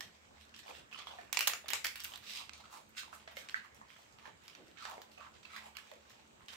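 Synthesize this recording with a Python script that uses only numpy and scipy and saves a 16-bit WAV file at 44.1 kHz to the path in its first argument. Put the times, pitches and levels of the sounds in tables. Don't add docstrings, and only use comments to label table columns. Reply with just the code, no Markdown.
import sys
import numpy as np
from scipy import signal
from scipy.fft import rfft, irfft, next_fast_len
from scipy.io import wavfile
from scipy.ndimage import uniform_filter1d

SR = 44100
rng = np.random.default_rng(int(sys.argv[2]) if len(sys.argv) > 2 else 0)


def waveform_to_disk(signal):
    frames = np.transpose(np.atleast_2d(signal))
    scaled = np.clip(frames, -1, 1) * 32767
    samples = np.round(scaled).astype(np.int16)
    wavfile.write(sys.argv[1], SR, samples)


N = 289296

# start in seconds, level in dB, centre in Hz, treble snap in dB
# against the body, jaw knock in dB against the body, left over right in dB, room send in dB.
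CRACKS = [(0.0064, -24, 2800, 0.5, -21, -6.5, -3), (0.0232, -45.5, 2880, 3, -5, 2, 12),
          (0.4933, -50, 4170, -11, -28, -2.5, -7), (0.5409, -41, 2660, -25, -35, -7, -10),
          (0.5457, -41.5, 2590, -18, -36, -4, 2), (0.563, -37.5, 3830, 3, -14, -4, -9),
          (0.5985, -52, 4400, -5, -15, -3.5, -2), (0.6316, -45.5, 2830, -10, -7, -1, 4.5),
          (0.9131, -44.5, 2400, -1, -4, -1, 7), (0.989, -34, 2900, -15, -10, -11, -6),
          (1.021, -38.5, 2380, 0, -9, 2, 0.1), (1.0705, -36, 3100, 11, 8, -7, 3),
          (1.1052, -42, 3040, -2, 11, -2, 4.5), (1.3277, -10, 3860, 11.5, -19, -11.5, -8.5),
          (1.3295, -15, 3350, 10, -33, -5, 0), (1.3452, -28, 2550, -2, -24, 6, 3),
          (1.3712, -12, 3100, -12, -18, -8.5, -5), (1.391, -9.5, 3500, 11.5, -18.5, -6.5, -4),
          (1.4069, -11.5, 2960, 3.5, -31, -4.5, -0.1), (1.4726, -6, 3370, 9, -13, -13, -7),
          (1.4757, -3, 3440, 16, -16, -1, -4.5), (1.4803, -12.5, 5470, -1, -13, -24, -8),
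          (1.4976, -23.5, 2450, -9, -18, -6, 1), (1.5346, -22, 2410, -14, -12.5, 1.5, -3),
          (1.659, -38, 1810, 1, -19, -4, 2), (1.6826, -22.5, 4990, 4, -19.5, -6, -2),
          (1.6854, -27, 2650, 3, -30, -12, -5), (1.689, -25, 3420, 0.5, -21, -2, -1),
          (1.7034, -16, 3020, 10, -15, -9, -8), (1.708, -22, 2500, 10, -12, -12, 4),
          (1.7336, -12.5, 2900, 1.5, -17.5, -4.5, -0.5), (1.8437, -22, 3200, 9, -23, 4, -13),
          (1.8465, -13, 3000, 9, -24, -5.5, 0.8), (1.8544, -16.5, 2450, 10, -27, -7.5, -13),
          (1.8679, -19.5, 4160, 4.5, -16, 0, -1.5), (1.957, -23, 2450, 13, -44, -4.5, 0.5),
          (1.967, -38, 2610, 6, -22, -2, 3), (1.9966, -35.5, 3100, -3, -16, -4, 4),
          (2.002, -24, 3550, 11, -26, -6, -1), (2.0364, -26, 6020, 12, -26, -4, 0.1),
          (2.0428, -16, 2540, 19, -39, -5, -3.5), (2.0468, -24, 4050, -0.5, -29, -4, -3.5),
          (2.0529, -28, 1940, 8, -28, -5.5, -1.8), (2.137, -32.5, 3470, -9, -11, -7, 0.1),
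          (2.158, -29.5, 3290, 3, -25, -9, -18), (2.1747, -31, 2550, 14, -11, -3, -1.5),
          (2.226, -44.5, 3060, 7, -3, -11, 9), (2.4937, -31, 2500, -18, -37, -9, -13),
          (2.5335, -36, 3940, -22, -22, -4, -0.5), (2.5778, -43, 4500, 4, -15, -4, 2),
          (2.8924, -42, 1880, 35, -13, -1, -3), (2.97, -37.5, 3440, -10, -31, -3, 13.5),
          (3.1282, -34.5, 1860, -5, 8, -5, 2), (3.276, -37, 1950, -17, -17, -3, -1.5),
          (3.3126, -44, 1920, 9, -6, -4, 8.5), (3.368, -30.5, 2290, 7, -25, -4, 3),
          (3.487, -32.5, 2900, -18, -34, 0, -8), (3.495, -31.5, 2770, -16, -32, -8, -18),
          (3.504, -39.5, 3230, 6, -10.5, -0.5, 7.5), (3.5987, -44.5, 1820, -12, -12, 4, 0),
          (3.7458, -42, 5740, 7.5, -12, -5.5, 4.5), (3.903, -42, 1860, -5, -29, -8, -9),
          (4.1243, -50.5, 6600, -4, -20, -6, 3), (4.1856, -43, 1740, -8, -17, -7, -5),
          (4.437, -46, 2820, 9, -33, -6, 6), (4.4799, -34, 3340, -1, -28, -5, -3),
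          (4.5502, -38, 2090, -10, -46, -8, -4), (4.7717, -42.5, 2210, -19, -22, -23, 7),
          (4.7853, -45, 3830, -20, -18, -8, -16), (4.852, -27.5, 2580, -20, -8, -7, -2),
          (4.898, -35, 4500, 20, -20, -4, -7), (4.9117, -32, 2200, 10, -8, -4, -15),
          (5.0175, -33, 2820, 3.5, -11, -5, -3.5), (5.116, -51.5, 3130, -4, -10, -3, -4),
          (5.1815, -44, 2670, -4, -2, -15, -6), (5.34, -51, 3020, -15, -12, -7, -10),
          (5.4301, -44.5, 2800, -6, -19, -10, 2), (5.4538, -41, 2700, -11, -20, -7, 1),
          (5.5638, -31, 2270, 2, -22, -4, 2.5), (5.7516, -43, 1800, -4, -36, -26, 7.5),
          (5.7684, -26, 2900, 5, -25, -2.5, -7), (5.9148, -38, 1900, 5, -10, -5, -4),
          (5.9367, -46, 5500, -7, -12, -1, -10), (6.0969, -43.5, 3900, 6, -9, -5, 5.5),
          (6.46, -49, 7000, -8, -24, -6, -9), (6.4832, -34, 3130, -7, -27, -5, 3),
          (6.5332, -36.5, 2030, -6, -10, -12, -9)]
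# start in seconds, level in dB, mouth mode in Hz, upper mode in Hz,
# upper mode in dB against the mouth mode, ring time in ms, room send in dB.
SMACKS = [(0.661, -49, 670, 2900, -9, 2, -15), (0.68, -43.5, 1120, 2380, -4, 1.2, -14),
          (0.69, -41.5, 776, 2040, -14, 0.4, 9), (0.707, -42, 810, 2460, -4, 1.2, -7),
          (0.927, -51.5, 1450, 2590, 10.5, 1.7, -6), (0.945, -48, 1310, 2970, 7, 1.7, -6),
          (0.959, -44, 1220, 2600, -4, 0.83, -16), (0.999, -49.5, 1170, 2330, -7, 1.6, 4),
          (1.07, -41.5, 990, 3330, 1, 1.16, 0.5), (1.109, -46, 755, 3040, -1.5, 2.4, -6),
          (1.136, -47, 790, 2580, -9, 1.4, -5), (1.186, -42.5, 707, 1777, -2, 3.3, -3.5),
          (1.643, -47, 680, 3580, -7, 1.3, 1), (2.12, -42, 880, 3060, -4, 0.82, -1.5),
          (3.032, -41.5, 1160, 3280, -15, 1, -4), (3.131, -45.5, 1230, 2620, -26, 1.2, 0),
          (3.276, -46.5, 667, 1950, -1.5, 1.8, -2.5), (3.37, -43, 538, 2140, 1.5, 2.15, -6.5),
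          (3.543, -25, 1614, 1940, -7.5, 1.34, -6), (3.648, -50, 1120, 2240, -18, 1.5, -19),
          (3.814, -42, 990, 1770, -13, 0.89, -3), (3.99, -56, 700, 2120, -13, 1.8, -8),
          (4.255, -46, 1720, 1785, -3, 0.98, -2), (4.262, -53.5, 1010, 1870, -24, 3.5, -8),
          (4.279, -40, 516, 1910, -19.5, 0.67, -6.5), (4.98, -37.5, 567, 2070, -11, 0.87, -4),
          (5.177, -45.5, 640, 2620, -3, 1.1, 0.5), (5.451, -52.5, 1020, 2610, 6, 2.1, -9),
          (5.561, -42.5, 1640, 1750, -20, 1.4, -5), (5.659, -47.5, 840, 1930, -17, 3.3, -1),
          (5.784, -47, 1690, 2850, -3, 2, -4.5), (5.915, -44.5, 567, 1900, -16, 1.95, -1)]
# peak time in seconds, peak level in dB, rise in ms, fall in ms,
# nose resonance in Hz, hollow at the peak in Hz, treble hiss in dB and hollow in dB, both against the nose.
SNUFFLES = [(0.146, -61, 29, 48, 2300, 760, -20, -5), (0.238, -68, 65, 100, 2700, 1050, -14, -19),
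            (0.358, -63, 28, 106, 2060, 750, -19, -2), (0.416, -59, 38, 72, 3070, 770, -1, -25),
            (0.594, -51, 39, 34, 2700, 940, 1.5, -18), (0.7, -52, 60, 40, 2600, 730, 1.5, 1.5),
            (0.756, -50, 55, 86, 2370, 905, -3, -13), (0.93, -53.5, 15, 120, 2550, 1140, -5, -10),
            (0.985, -45, 16.3, 58, 2780, 1150, -17, -9.5), (1.075, -54, 21, 127, 3120, 930, -4, -2),
            (1.138, -62.5, 60, 150, 3020, 794, -4, 8), (1.194, -57.5, 60, 160, 1800, 700, -3, -12),
            (2.1, -60, 96, 134, 2770, 1080, 10.5, -0.5), (2.164, -53, 80, 25, 2960, 1100, -5, -5),
            (2.3, -43, 85, 90, 3200, 1110, -2, -22), (2.36, -42, 90, 105, 3200, 1170, -1, -22),
            (2.416, -50.5, 64, 38, 2830, 950, -4, 1.5), (2.498, -66, 56, 9.7, 2590, 1000, -12, -17),
            (2.54, -60.5, 50, 153, 3400, 1310, -13, -2), (2.605, -55.5, 10, 29.5, 2780, 770, -7, 2),
            (2.644, -57.5, 14.6, 69, 2290, 1290, -11, 0.5), (2.725, -65.5, 16, 124, 3480, 1000, 14.5, -14),
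            (2.75, -54, 60, 86, 2140, 950, 3.5, 6), (2.982, -43.5, 25.2, 68, 2800, 1560, 1.5, -9.5),
            (3.06, -63.5, 40, 140, 2750, 930, -4, 1), (3.14, -63, 23, 80, 1860, 1170, 15, 0),
            (3.234, -63, 150, 32, 2200, 820, -13, -3), (3.285, -56, 16.6, 86, 2020, 830, -13, -14),
            (3.385, -51, 39.6, 108, 2370, 740, 2, -10), (3.46, -68.5, 57, 34, 2100, 1190, -9, 13),
            (3.563, -48.5, 15, 58, 1660, 1450, -7, -22), (3.644, -63.5, 32, 87, 1680, 1240, 1, 4),
            (3.76, -67.5, 20, 234, 2320, 820, -2, 0), (3.9, -59, 27, 190, 2200, 1000, -4, -25),
            (3.988, -64, 29, 164, 2740, 860, 3, -3), (4.195, -58, 15, 33, 1850, 1150, -10, -18),
            (4.264, -55, 70, 70, 1770, 940, -8, 1), (4.506, -59.5, 128, 170, 2370, 1250, -4, -10),
            (4.59, -74.5, 40, 25, 2100, 720, -9, 14.5), (4.678, -62.5, 40, 80, 2190, 550, -1, -25),
            (4.79, -56, 20, 150, 3300, 1150, -15, -20), (4.85, -48.5, 85, 100, 2480, 1090, -4, 1),
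            (4.9, -58, 54.6, 154, 2230, 920, 3, 12), (4.96, -67, 68, 55, 1670, 670, 0, 6),
            (5.018, -61, 9.3, 34, 2590, 616, 8, -18), (5.118, -61, 16.7, 114, 3100, 650, 1.5, -20),
            (5.224, -55, 57, 82, 2170, 1170, -10, 4.5), (5.265, -66.5, 52, 43, 1830, 1100, -11, 14.5),
            (5.346, -58, 19.7, 79, 2510, 930, -15, -24), (5.432, -64, 11.4, 330, 2680, 990, -7, -12),
            (5.545, -50, 76, 139, 2050, 1150, -6, -5.5), (5.664, -60.5, 99, 78, 2340, 860, 4.5, 4),
            (5.785, -58, 23, 110, 2900, 1160, 0, -4), (5.866, -61, 89, 190, 2380, 750, -5, -5),
            (5.93, -65.5, 54, 125, 2300, 566, -5, 4.5), (6.1, -63.5, 144, 310, 2800, 1110, -7, -4.5),
            (6.42, -65, 60, 80, 1790, 1010, -7.5, 1), (6.535, -51.5, 54, 60, 1960, 1200, 2, -10)]
# peak time in seconds, peak level in dB, rise in ms, fall in ms, centre in Hz.
THUDS = [(1.699, -55, 59, 53, 181), (1.76, -59, 55, 29, 426), (4.609, -50.5, 74, 58, 250),
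         (4.692, -60, 62, 50, 370)]
# frequency in Hz, time to die by 60 dB in seconds.
ROOM_DECAY = [(300, 0.61), (800, 0.17), (2000, 0.33), (5500, 0.26), (9000, 0.3), (15000, 0.24)]
# frequency in Hz, relative level in dB.
HISS_TONE = [(15, -52), (30, -26), (60, -12.5), (110, -8), (150, -9), (300, -9.5), (460, -10), (1130, -12),
             (2270, -15), (5110, -23.5), (7800, -21.5), (9400, -37.5), (12000, -36), (15700, -37),
             (16100, -58)]
# time in seconds, level in dB before the left-right balance.
HUM_LEVEL = [(0.0, -77), (0.13, -78), (0.42, -67.5), (0.62, -83), (0.75, -64), (0.89, -77), (1.86, -72.5),
             (2.01, -66.5), (2.26, -81), (2.7, -70.5), (2.79, -87), (2.98, -72.5), (3.87, -79.5),
             (6.56, -78)]
# frequency in Hz, correlation from -1 to 1.
HISS_LIKENESS = [(60, 0.7), (180, 0.7), (550, -0.11), (1650, -0.57), (4970, -0.22), (15000, 0.36)]
# frequency in Hz, gain in dB.
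MICROPHONE = [(60, -15.5), (250, -7.5), (600, -0.5), (1500, 0), (6500, 0), (8300, -1.5), (9300, -9),
              (11000, -9.5), (13000, -10), (15600, -11.5), (16000, -26), (16700, -33)]
# frequency in Hz, gain of left over right in dB.
PORTS = [(100, 0), (300, 3), (700, 4), (2500, -2), (6000, 3), (9500, 5), (13000, 1)]

HISS_DB = -64.5
HUM_HZ, HUM_WIDTH_HZ = 74.3, 12.6
UPPER_HUM_HZ, UPPER_HUM_WIDTH_HZ, UPPER_HUM_DB = 219, 12.7, -77
TICKS_PER_S, TICKS_DB = 64, -54.5
CRACK_MS, SNAP_MS = 1.95, 1.32
CRACK_OCTAVES, WIDER_PER_DB = 1.194, 0.008
WALL_TREBLE_DB = -2
SAG_OCTAVES_PER_S, HOLLOW_RANGE_HZ = 3.5, (520, 1500)
SWELL_DB, SWELL_ROUND = 20, 1.3
LEFT_DB, RIGHT_LAG = -5, 1
EDGE_HZ = 16800


def gain_of(db):
    return 10 ** (np.asarray(db) / 20)


def evened(x):
    return x / np.sqrt(np.mean(x ** 2, axis=-1, keepdims=True) + 1e-20)


def read(points, hz):
    f, value = np.transpose(points)
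    return np.interp(np.log(hz + 1), np.log(f + 1), value)


def add(mix, s, sound):
    part = mix[..., round(s * SR):][..., :sound.shape[-1]]
    part += sound[..., :part.shape[-1]]


def coloured(x, gain):
    size = next_fast_len(x.shape[-1])
    spectrum = rfft(x, size) * gain(np.fft.rfftfreq(size, 1 / SR))
    return irfft(spectrum, size)[..., :x.shape[-1]]


def resonate(x, hz, width):
    turn = np.exp(2j * np.pi * np.cumsum(hz * np.ones(x.shape[-1])) / SR)
    r = np.exp(-np.pi * width / SR)
    return 2 * (turn * signal.lfilter([1 - r], [1, -r], x / turn + 1e-18)).real


def resonate_twice(x, hz, width):
    return resonate(resonate(x, hz, width), hz, width)


def pair(size, same, pan_db):
    both, own = rng.standard_normal(size), rng.standard_normal((2, size))
    same = np.clip(same, 0, 1)
    return (np.sqrt(same) * both + np.sqrt(1 - same) * own) * gain_of([[pan_db / 2], [-pan_db / 2]])


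def flutter(size, depth_db, smooth):
    drift = uniform_filter1d(rng.standard_normal(size), size=smooth)
    return gain_of(depth_db * evened(drift))


def uneven(depth_db, hz_apart):
    at = np.arange(0, SR / 2 + hz_apart, hz_apart)
    db = depth_db * rng.standard_normal(200)[:len(at)]
    return lambda f: gain_of(np.interp(f, at, db))


def bell(hz, octaves):
    return lambda f: np.exp(-.5 * (np.log2((f + 1) / hz) / octaves) ** 2)


def swell(db, rise_ms, fall_ms):
    rise, fall = max(rise_ms, 5) / 1000, max(fall_ms, 5) / 1000
    t = np.arange(-2 * rise, 2 * fall, 1 / SR)
    return t, gain_of(db - SWELL_DB * np.where(t < 0, -t / rise, t / fall) ** SWELL_ROUND)


def room_hiss():
    frames, hz = N // 512 + 5, np.fft.rfftfreq(2048, 1 / SR)
    a, b, c, d, patches = rng.standard_normal((frames, 1025, 5)).T
    patches = uniform_filter1d(patches, size=30, axis=0)
    patches = uniform_filter1d(patches, size=8, axis=1)
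    same = np.clip(read(HISS_LIKENESS, hz), -1, 1)[:, None]
    left = a + 1j * b
    right = same * left + np.sqrt(1 - same ** 2) * (c + 1j * d)
    tone_db = read(HISS_TONE, hz)[:, None] + 2.0 * patches / np.std(patches)
    z = np.array([left, right]) * gain_of(tone_db)
    return gain_of(HISS_DB) * evened(signal.istft(z, nperseg=2048, noverlap=1536)[1][:, :N])


def appliance_hum():
    low = evened(resonate_twice(pair(N, 0.85, 0), HUM_HZ, HUM_WIDTH_HZ))
    upper = evened(resonate_twice(pair(N, 0.85, 0), UPPER_HUM_HZ, UPPER_HUM_WIDTH_HZ))
    low_db = np.interp(np.arange(N) / SR, *np.transpose(HUM_LEVEL))
    return gain_of(low_db) * low + gain_of(UPPER_HUM_DB) * upper


def background():
    return (room_hiss() + appliance_hum()) * gain_of([[-2.0], [2.0]])


def ticks():
    out, t = np.zeros((2, N)), np.arange(200) / SR
    for hz in np.geomspace(1500, 12000, num=12):
        boost_db = 3.0 * np.minimum(rng.exponential(1, N), 4)
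        hits = gain_of(boost_db) * (rng.random(N) < TICKS_PER_S / 12 / SR)
        tick = np.sin(2 * np.pi * hz * t) * np.exp(-t * hz / 1.5)
        out += signal.oaconvolve(hits, tick)[:N] * rng.uniform(0.58, 1, (2, 1))
    return gain_of(TICKS_DB) * out


def crack(db, hz, treble_db, knock_db, pan_db):
    t = np.arange(1024) / SR
    splinters = pair(len(t), 0.31, pan_db) * flutter(len(t), 3.84, 16)
    splinters = coloured(splinters, uneven(3, 450))
    body = coloured(splinters, bell(hz, max(CRACK_OCTAVES + WIDER_PER_DB * db, .3)))
    snap = coloured(splinters, bell(14500, 0.32))
    knock = coloured(splinters, bell(900, 0.69))
    shape = np.minimum(t / 0.00066, 1) ** 2 * np.exp(-t * 1000 / CRACK_MS)
    sound = body / np.std(body) * shape
    sound += gain_of(treble_db) * snap / np.std(snap) * shape ** (CRACK_MS / SNAP_MS)
    sound += gain_of(knock_db) * knock / np.std(knock) * shape ** 0.85
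    return gain_of(db) * sound * np.linalg.norm(shape) / np.linalg.norm(sound)


def room(x):
    taps = np.zeros((2, SR // 2))
    slots = np.arange(120, SR // 2 - 20, 16)
    at = slots + rng.integers(0, 16, (2, len(slots)))
    np.put_along_axis(taps, at, rng.choice([-1., 1.], at.shape), 1)
    hz, t, z = signal.stft(taps, SR, nperseg=128)
    build = .5 + 0.21 * np.exp(-((t - .02) / 0.0027) ** 2)
    decay_db = -60 * t / read(ROOM_DECAY, hz)[:, None]
    treble_db = WALL_TREBLE_DB * (hz[:, None] / 10000) ** 2
    tail = signal.istft(z * build * gain_of(decay_db + treble_db), SR, nperseg=128)[1]
    return signal.fftconvolve(x, tail / np.linalg.norm(tail[0]), axes=1)[:, :N]


def snuffle(s, db, rise_ms, fall_ms, hz, hollow_hz, treble_db, hollow_db):
    t, level = swell(db, rise_ms, fall_ms)
    air = pair(len(t), 0.14, LEFT_DB) * flutter(len(t), 3, 150)
    air = coloured(air, uneven(2.34, 340))
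    nose = resonate_twice(air, hz, 3650)
    nose = coloured(nose, lambda f: 1 / (1 + (0.47 * hz / (f + 1)) ** 4))
    low_hz = np.clip(hollow_hz * 2 ** (-SAG_OCTAVES_PER_S * t), *HOLLOW_RANGE_HZ)
    hollow = resonate_twice(air, low_hz, 560)
    hiss = coloured(air, lambda f: 1 / (1 + (5500 / (f + 1)) ** 4))
    mixed = nose / np.std(nose)
    mixed += gain_of(hollow_db) * hollow / np.std(hollow)
    mixed += gain_of(treble_db) * hiss / np.std(hiss)
    return s + t[0], level * mixed


def smack(db, hz, upper_hz, upper_db, ms):
    t = np.arange(2048) / SR
    tau = max(ms, .4) / 1000
    start = rng.random((2, 1)) + np.array([[[0]], [[1]]]) * rng.uniform(0.073, 0.62, (2, 1))
    modes = np.sin(2 * np.pi * (np.array([[hz], [upper_hz]]) * t + start)) * gain_of([[0], [upper_db]])
    wet = flutter(len(t), 3, 40)
    shape = (t / tau) * np.exp(1 - t / tau)
    ring = modes.sum(1) * wet * shape * np.linalg.norm(shape) / np.linalg.norm(wet * shape)
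    return gain_of(db) * ring * gain_of([[LEFT_DB / 2], [-LEFT_DB / 2]])


def thud(s, db, rise_ms, fall_ms, hz):
    t, level = swell(db, rise_ms, fall_ms)
    push = resonate_twice(pair(len(t), 1.0, LEFT_DB), hz, 290)
    return s + t[0], level * push / np.std(push)


def scene():
    near = np.zeros((2, N))
    sent = np.zeros((3, 2, N))
    for play, table in ((crack, CRACKS), (smack, SMACKS)):
        for k, (s, *values, room_db) in enumerate(table):
            sound = play(*values)
            add(near, s, sound)
            add(sent[k % len(sent)], s, gain_of(room_db) * sound)
    soft = ticks()
    for play, table in ((snuffle, SNUFFLES), (thud, THUDS)):
        for row in table:
            add(soft, *play(*row))
    echoes = sum(room(send) for send in sent)
    return near + gain_of(-1.5) * echoes + gain_of(-3.0) * soft + gain_of(-9.5) * room(soft)


def record(dry):
    heard = coloured(dry, lambda f: gain_of(read(MICROPHONE, f)))
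    heard[1] = np.roll(heard[1], RIGHT_LAG)
    edge = signal.firwin(511, EDGE_HZ, window=("kaiser", 9), fs=SR)
    ports = coloured(heard + background(), lambda f: gain_of(read(PORTS, f) * [[.5], [-.5]]))
    return signal.oaconvolve(ports, edge[None], "same")


dry = scene()
out = record(dry)
waveform_to_disk(out)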